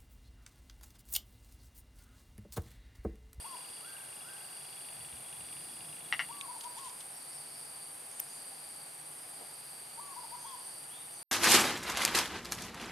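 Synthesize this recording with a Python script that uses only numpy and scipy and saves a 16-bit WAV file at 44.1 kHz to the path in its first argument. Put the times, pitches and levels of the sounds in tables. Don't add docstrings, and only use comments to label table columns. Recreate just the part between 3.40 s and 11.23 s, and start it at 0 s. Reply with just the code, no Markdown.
import sys
import numpy as np
from scipy import signal
from scipy.fft import rfft, irfft, next_fast_len
from scipy.io import wavfile
from scipy.ndimage import uniform_filter1d

SR = 44100
rng = np.random.default_rng(int(sys.argv[2]) if len(sys.argv) > 2 else 0)


def master(y):
    cut = np.clip(np.atleast_2d(y).T, -1, 1)
    pcm = np.round(cut * 32767)
    wavfile.write(sys.argv[1], SR, pcm.astype(np.int16))


N = 345303
T = np.arange(N) / SR


def from_db(db):
    return 10 ** (np.asarray(db) / 20)


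def rms_one(x):
    return x / np.sqrt(np.mean(x ** 2) + 1e-20)


def in_time(rows, t=T):
    s, *columns = np.transpose(rows)
    return [np.interp(t, s, column) for column in columns]


def at_hz(points, hz):
    f, value = np.transpose(points)
    return np.interp(np.log(hz + 1), np.log(f), value)


def pan(x, left_db):
    return x * from_db([[left_db / 2], [-left_db / 2]])


# [f/Hz, correlation]
LEFT_RIGHT_LIKENESS = [(100, 0.99), (180, 0.98), (350, 0.28), (800, 0.086), (2000, 0.061), (5000, 0.69),
                       (9000, 0.72), (12000, 1)]


def noise(spectrum, size=N):
    padded = next_fast_len(size)
    hz = np.arange(padded // 2 + 1) * SR / padded
    alike = np.clip(at_hz(LEFT_RIGHT_LIKENESS, hz), 0, 1)
    mid, side = rfft(rng.standard_normal((2, padded))) * from_db(at_hz(spectrum, hz))
    side = side * np.sqrt((1 - alike) / (1 + alike))
    mid, side = irfft(np.array([mid, side]), padded)[:, :size]
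    return np.array([mid + side, mid - side]) / mid.std()


def ring(clicks, hz, t60):
    radius = from_db(-60 / (t60 * SR))
    angle = 2 * np.pi * hz / SR
    poles = [1, -2 * radius * np.cos(angle), radius * radius]
    return signal.lfilter([0, np.sin(angle)], poles, clicks + 1e-18)


def tones(rows):
    out = 0
    for hz, width, db in rows:
        t60 = np.log(1000) / np.pi / width
        out = out + from_db(db) * rms_one(ring(rng.standard_normal(N), hz, t60))
    return out


def scatter(x, t60):
    t = T[:SR]
    tail = rng.standard_normal((2, SR)) * from_db(-60 * t / t60) * (1 - np.exp(-t / 0.014))
    tail = tail / np.sqrt(np.sum(tail ** 2) / 2)
    return signal.fftconvolve(x[None], tail, axes=1)[:, :N]


def flutter(rate_hz):
    knots = rng.standard_normal(400)
    return rms_one(np.interp(T * rate_hz, np.arange(len(knots)), knots))


def swells(rows, rise_db_per_s, fall_db_per_s, rest_db):
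    levels = []
    for start, length, db in rows:
        before = np.maximum(start - T, 0)
        after = np.maximum(T - start - length, 0)
        levels.append(db - rise_db_per_s * before - fall_db_per_s * after)
    return from_db(np.maximum(np.max(levels, axis=0), rest_db))


# [f/Hz, level/dB per Hz]
AIR_COLOUR = [(60, -43), (200, -1), (300, 0), (600, 1), (790, 6.5), (1000, 1), (1500, -1), (2400, -2.5),
              (4000, -5.5), (6000, -8.5), (7500, -9), (13000, -12.5), (15500, -16.5)]


def open_air():
    return from_db(-56.0) * pan(noise(AIR_COLOUR), left_db=0.06)


# [f/Hz, level/dB per Hz]
RUMBLE_COLOUR = [(20, -56), (50, -15), (85, -7.5), (120, -4.5), (150, 3.5), (200, -12), (320, -27.5)]
# [start t/s, length t/s, level/dB]
RUMBLE_SWELL = [(1.55, 1.33, -63.5)]
# [f/Hz, width f/Hz, level/dB]
TRAFFIC_HUM = [(136.9, 5.5, -79), (152.7, 8.2, -79)]


def rumble_and_hum():
    swell = swells(RUMBLE_SWELL, rise_db_per_s=68, fall_db_per_s=35, rest_db=-70)
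    rumble = swell * from_db(.9 * flutter(rate_hz=4)) * noise(RUMBLE_COLOUR)
    return rumble + tones(TRAFFIC_HUM)


# [multiple of the firing rate, relative level/dB]
ENGINE_HARMONICS = [(5, -7.5), (6, -0.5), (7, -6), (8, -1.5), (10, -1), (11, 2)]
ENGINE_PEAK_S, ENGINE_HALF_S = 2.55, .6
ENGINE_DB, ENGINE_EDGE_DB = -70, -6
ENGINE_FIRING_HZ, ENGINE_SAG_HZ = 30.47, 1.7


def far_engine():
    off_peak = np.minimum(((T - ENGINE_PEAK_S) / ENGINE_HALF_S) ** 2, 10)
    turn = 2 * np.pi * np.cumsum(ENGINE_FIRING_HZ - ENGINE_SAG_HZ * off_peak) / SR
    engine = 0
    for order, db in ENGINE_HARMONICS:
        engine = engine + from_db(db) * np.sin(round(order) * turn + rng.uniform(0, 2 * np.pi))
    return from_db(ENGINE_DB + ENGINE_EDGE_DB * off_peak ** 2) * engine


# [f/Hz, level/dB per Hz]
LOW_CRICKET_COLOUR = [(3900, -20.5), (4400, -5.5), (4600, 4.5), (4780, 0.5), (4930, -12), (5150, -35),
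                      (5600, -35)]
HIGH_CRICKET_COLOUR = [(4600, -24), (4900, 2.5), (5100, -10), (5300, -9.5), (5600, -24)]
# [start t/s, length t/s, level/dB]
LOW_CRICKET_TRILLS = [(-.1, .62, -60), (1.03, .6, -60.5), (2.05, 0.35, -62), (2.78, 0.65, -60.5),
                      (3.82, 0.65, -60.5), (4.92, 0.55, -60), (5.97, 0.73, -61), (6.72, 0.72, -60),
                      (7.76, .5, -61)]
HIGH_CRICKET_TRILLS = [(-.1, 0.47, -61), (.75, .68, -61.5), (2.13, 0.38, -60.5), (3.08, .52, -63),
                       (3.95, .42, -63.5), (4.73, 0.61, -63), (5.8, .55, -62.5), (6.78, 0.57, -60.5),
                       (7.74, .5, -67)]
TRILL_SWELL_DB_PER_S, TRILL_FADE_DB_PER_S = 70, 86


def crickets():
    low_gain = swells(LOW_CRICKET_TRILLS, TRILL_SWELL_DB_PER_S, TRILL_FADE_DB_PER_S, rest_db=-67.5)
    high_gain = swells(HIGH_CRICKET_TRILLS, TRILL_SWELL_DB_PER_S, TRILL_FADE_DB_PER_S, rest_db=-71)
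    low = low_gain * noise(LOW_CRICKET_COLOUR)
    high = from_db(-2.5) * high_gain * noise(HIGH_CRICKET_COLOUR)
    return pan(low + high, left_db=0.9)


# [f/Hz, level/dB per Hz]
THROBBER_COLOUR = [(7800, -27), (8350, 4), (8750, -9), (9050, 5), (9400, -36)]
# [f/Hz, width f/Hz, level/dB]
THROBBER_TONES = [(8445, 20, -57), (8756, 22, -55), (8695, 30, -63), (8637, 20, -64)]


def throbber(rest_db=-5.0, duty=0.41):
    cycle = (16.945 * T + .2) % 1
    gate = uniform_filter1d(np.where(cycle < duty, 1, from_db(rest_db)), size=130)
    song = from_db(-58.5) * noise(THROBBER_COLOUR) + from_db(-4) * tones(THROBBER_TONES)
    return rms_one(gate) * song


# [f/Hz, width f/Hz, relative level/dB]
BUZZER_WING = [(10850, 330, -6), (11240, 350, -6), (11270, 460, -9), (11730, 210, -10)]


def buzz_wing(drive):
    out = 0
    for hz, width, db in BUZZER_WING:
        once = ring(drive, hz, 1 / width)
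        out = out + from_db(db) * rms_one(ring(once, hz, 1 / width))
    return rms_one(out)


def buzzer():
    rate_hz = 138.3 * (1 + .0007 * np.sin(2 * np.pi * .6 * T))
    cycle = np.cumsum(rate_hz) / SR % 1
    click = np.exp(-((cycle - .5) / .004) ** 2)
    friction = rng.standard_normal(N) * np.exp(0.44 * np.cos(2 * np.pi * (cycle - .6)))
    return buzz_wing(friction) + from_db(-9) * buzz_wing(click)


def wing_strokes(rate_hz, wander, sharpness):
    knots = np.arange(0, T[-1] + 1, .5)
    rate = rate_hz * (1 + wander * np.interp(T, knots, rng.standard_normal(len(knots))))
    return rms_one(np.exp(sharpness * np.cos(2 * np.pi * np.cumsum(rate) / SR)))


# [f/Hz, level/dB per Hz]
CHORUS_COLOUR = [(7400, -33.5), (7850, -23), (8100, -11.5), (8400, -2.5), (9100, -1.5), (9500, 3),
                 (9950, -0.5), (10400, -7.5), (11100, -36), (12100, -23), (12800, -31.5)]
# [t/s, level/dB]
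CHORUS_EFFORT = [(0, -51.5), (.8, -52.5), (2.15, -49.5), (3.0, -50.5), (5.1, -51), (5.55, -52.5),
                 (6.8, -52), (7.83, -50)]
# [f/Hz, width f/Hz, level/dB]
STEADY_SINGERS = [(4633, 27, -71), (6950, 90, -81.5), (8050, 35, -68), (9430, 280, -68), (10970, 25, -66),
                  (11900, 20, -78)]


def katydids():
    effort_db, = in_time(CHORUS_EFFORT)
    gain = from_db(effort_db + 1.0 + 0.81 * flutter(rate_hz=22))
    strokes = wing_strokes(rate_hz=132, wander=0.025, sharpness=0.14)
    chorus = gain * noise(CHORUS_COLOUR) * strokes
    return pan(chorus, left_db=.3) + from_db(-58.0) * buzzer() + tones(STEADY_SINGERS)


def sing(notes, waver):
    out = np.zeros(N)
    for start, length, hz, db, syllable in notes:
        at = np.flatnonzero((T >= start) & (T < start + length))
        ratio, level_db = in_time(syllable, np.linspace(0, 1, len(at)))
        chance = rms_one(uniform_filter1d(rng.standard_normal(SR), size=120))
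        unsteady = 1 + waver * chance[:len(at)]
        phase = 2 * np.pi * np.cumsum(hz * ratio * unsteady) / SR
        edges = signal.windows.tukey(len(at), .1)
        out[at] += from_db(db + level_db) * edges * np.sqrt(2) * np.sin(phase)
    return out


# [share of its length, pitch / reference pitch, relative level/dB]
LONG_SLUR = [(0, .74, -7), (.12, .82, -2), (.15, 0.82, 3), (.18, 0.99, -6), (.45, 1, -9), (.7, 0.96, -9.5),
             (.86, .95, -3.5), (.96, 0.82, -10), (1, 0.64, -16)]
SHORT_SLUR = [(0, .76, -5), (.14, .85, 1.5), (.21, 1, -2.5), (.36, 1, -6), (.68, 0.95, -3.5),
              (.86, .9, 2.5), (.94, 0.835, -3), (1, 0.34, -16)]
PIP = [(0, .82, -14), (.25, .92, -2.5), (.55, 0.97, -0.5), (.8, .94, 0), (1, 0.72, -26)]
RISE = [(0, .69, -10), (.15, .82, -1), (.35, .94, 0), (.55, 1, 0), (.75, .97, -2), (1, 1.08, -9)]
# [t/s after its start, length t/s, reference pitch f/Hz, level/dB, syllable]
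WHISTLED_PHRASE = [(0, .186, 1157, -45.5, LONG_SLUR), (0.192, 0.04745, 1031, -44, PIP),
                   (0.263, 0.035, 951, -48.5, PIP), (.351, .053, 1027, -44, PIP),
                   (.479, .128, 1100, -48, SHORT_SLUR)]
# [start t/s, stretch of the timing]
WHISTLE_STARTS = [(-.441, 1), (2.884, 1), (6.569, .98)]


def whistles():
    notes = []
    for start, stretch in WHISTLE_STARTS:
        for after, length, hz, db, syllable in WHISTLED_PHRASE:
            notes.append((start + stretch * after, stretch * length, hz, db, syllable))
    return notes


# [start t/s, length t/s, reference pitch f/Hz, level/dB, syllable]
MIDDLE_UPSLURS = [(.415, .15, 1600, -54, RISE), (.822, 0.15, 1591, -54.5, RISE)]
DISTANT_CALLS = [(3.71, 0.089, 5760, -57, PIP), (3.89, .1, 5650, -56, PIP), (4.1, .09, 5530, -57, PIP),
                 (4.68, 0.12, 6800, -59, RISE), (4.865, 0.13, 7000, -57.5, RISE),
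                 (6.44, 0.12, 6900, -63, RISE), (6.63, .1, 7030, -63, PIP), (6.96, 0.13, 6700, -57, PIP),
                 (7.03, .09, 3580, -52.5, PIP), (7.21, 0.1, 6350, -61, PIP), (7.48, 0.15, 3580, -54, RISE),
                 (7.71, 0.081, 6470, -57, PIP)]


def birds():
    near = sing(whistles(), waver=0.0049)
    middle = sing(MIDDLE_UPSLURS, waver=0.015)
    far = sing(DISTANT_CALLS, waver=.03)
    whistler = from_db(-2.0) * pan(near, left_db=10.0) + from_db(-7.5) * scatter(near, t60=0.8)
    upslurs = from_db(-4.5) * middle + from_db(-2.5) * scatter(middle, t60=1.1)
    far_calls = from_db(-6.5) * far + from_db(-7.0) * scatter(far, t60=0.64)
    return whistler + upslurs + far_calls


# [f/Hz, level/dB per Hz]
THUD = [(30, -32), (75, -2), (115, 0), (170, -9), (260, -15), (900, -45)]
BRUSH = [(1200, -11), (2600, -4), (3200, 5), (4200, -1), (6300, -1.5), (9000, -0.5), (15000, -18)]
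TAP = [(100, -45), (1500, -32), (2000, -28), (2500, 4), (3000, -20), (3550, 5), (4200, -25), (6500, -17),
       (12000, -40)]
CRACK = [(60, -30), (200, -16), (900, 6), (1800, -12), (2900, 6), (4300, -13), (6000, 4), (11000, 4),
         (15500, -9)]
SNAP = [(60, -37), (300, -13), (2800, -11.5), (4400, -24), (6000, -5), (7500, -7), (10500, 1.5), (12300, 0),
        (12950, 7), (13300, 10), (13900, 3), (15500, -12)]
BUMP = [(60, -27), (200, -2), (450, 6), (750, 7), (1100, -8), (2500, -7), (8000, -32)]
# [t/s, level/dB]
ROD_THUDS = [(1.6, -61), (1.736, -58), (2.01, -60)]
# [t/s, level/dB, fade to -60 dB t/s]
LINE_BRUSHES = [(3.2111, -42, 0.019), (3.243, -47.5, 0.047), (3.386, -49, 0.11), (3.449, -51, .029),
                (3.466, -51.5, 0.15), (3.497, -49.5, .038), (3.608, -48.5, 0.053), (7.44, -53, .025)]
# [t/s, level/dB, rise t/s, fade to -60 dB t/s, colour]
GEAR_CONTACTS = [(3.0115, -31.5, 0.00037, 0.011, TAP), (4.796, -36, 0.0002, 0.0099, CRACK),
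                 (4.801, -24.5, .0013, 0.0086, SNAP), (6.02, -53.5, 0.035, 0.13, BUMP)]
THUD_RISE_S, THUD_T60_S = 0.022, 0.31
BRUSH_RISE_SHARE = 0.15


def contacts():
    thuds = [(s, db, THUD_RISE_S, THUD_T60_S, THUD) for s, db in ROD_THUDS]
    brushes = [(s, db, BRUSH_RISE_SHARE * t60, t60, BRUSH) for s, db, t60 in LINE_BRUSHES]
    out, size = np.zeros((2, N)), SR // 4
    for s, db, rise, t60, colour in thuds + brushes + GEAR_CONTACTS:
        at = round(s * SR) - size // 2 + np.arange(size)
        t = T[at] - s
        fade = from_db(db - 60 * np.maximum(t, 0) / t60)
        onset = np.exp(np.minimum(t, 0) / rise)
        out[:, at] += fade * onset * noise(colour, size=size)
    return out


# [t/s, relative level/dB, change per rebound/dB, rattle level/dB, rattle t60 t/s]
CAMERA_KNOCKS = [(2.7252, 0, -5, -1.5, 0.082), (2.7932, -2.5, -3.5, 0, 0.12)]
# [f/Hz, level/dB, t60 t/s, polarity]
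CAMERA_BODY = [(780, -27, 0.012, 1), (1050, -18, 0.0029, -1), (1420, -34.5, 0.017, 1),
               (1980, -5.5, 0.0049, 1), (2105, -7, 0.0059, -1), (2800, -21.5, 0.012, -1),
               (4430, -22, 0.00082, 1), (5610, -37.5, 0.015, -1)]


def knocks():
    bounce_s = .00716
    blows = np.zeros(N)
    for s, db, rebound_db, rattle_db, t60 in CAMERA_KNOCKS:
        for k in range(5):
            extra_loss_db = 2.9 * (k > 0)
            at = round(s * SR) + round(k * bounce_s * SR)
            blows[at] += from_db(db + k * rebound_db - extra_loss_db)
        since = np.maximum(T - s, 0)
        grains = rng.standard_normal(N) * (1 - np.exp(-since / 0.0044)) * from_db(-60 * since / t60)
        blows += from_db(db + rattle_db) * grains / np.linalg.norm(grains)
    body = 0
    for hz, db, t60, polarity in CAMERA_BODY:
        body = body + np.sign(polarity) * from_db(db) * ring(blows, hz, t60)
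    band = signal.butter(2, [600, 6000], "band", fs=SR, output="sos")
    hit = signal.sosfilt(band, body)
    return pan(hit, left_db=3.5) + from_db(-23) * scatter(hit, t60=0.24)


# [t/s, relative level/dB]
MOTOR_TICK_STRENGTH = [(1.0, -15), (1.5, -0.5), (2.2, -1.5), (2.7, -4)]
MOTOR_STOP_S, MOTOR_RING_DB = 3.0, -3.5


def camera_motor():
    since = (T - .0067) % .04
    step = np.r_[0, np.diff(since) < 0] * from_db(rng.normal(0, 1.9, N))
    tick_db, = in_time(MOTOR_TICK_STRENGTH)
    ringing = from_db(-60.5) * rms_one(ring(ring(step, 2770, 0.0072), 2816, 0.018))
    high_tick = rms_one(ring(ring(step, 3600, 0.0037), 3470, 0.0043))
    low_tick = rms_one(ring(ring(step, 2570, 0.0041), 2560, 0.0099))
    tick = from_db(-67.0) * (high_tick + low_tick)
    stop_clicks = np.roll(step, round(0.016 * SR))
    stop = from_db(-68.5) * rms_one(ring(ring(stop_clicks, 2420, 0.0095), 2670, 0.017))
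    moving = uniform_filter1d(np.where((since > .004) & (since < .018), 1, .45), size=60)
    whirr = tones([(3357, 47, -59)]) * moving
    running = uniform_filter1d(1.0 * (T < MOTOR_STOP_S), size=900)
    motor = from_db(MOTOR_RING_DB) * (ringing + stop + whirr) + from_db(tick_db) * tick
    return pan(running * motor, left_db=3.5)


def scene():
    background = open_air() + rumble_and_hum() + far_engine()
    banks = crickets() + throbber() + katydids() + birds()
    close = contacts() + knocks() + camera_motor()
    return background + banks + close


CUTOFF_HZ = 15550


def record(dry):
    return signal.sosfilt(signal.ellip(12, .1, 80, CUTOFF_HZ, fs=SR, output="sos"), dry)


dry = scene()
out = record(dry)
master(out)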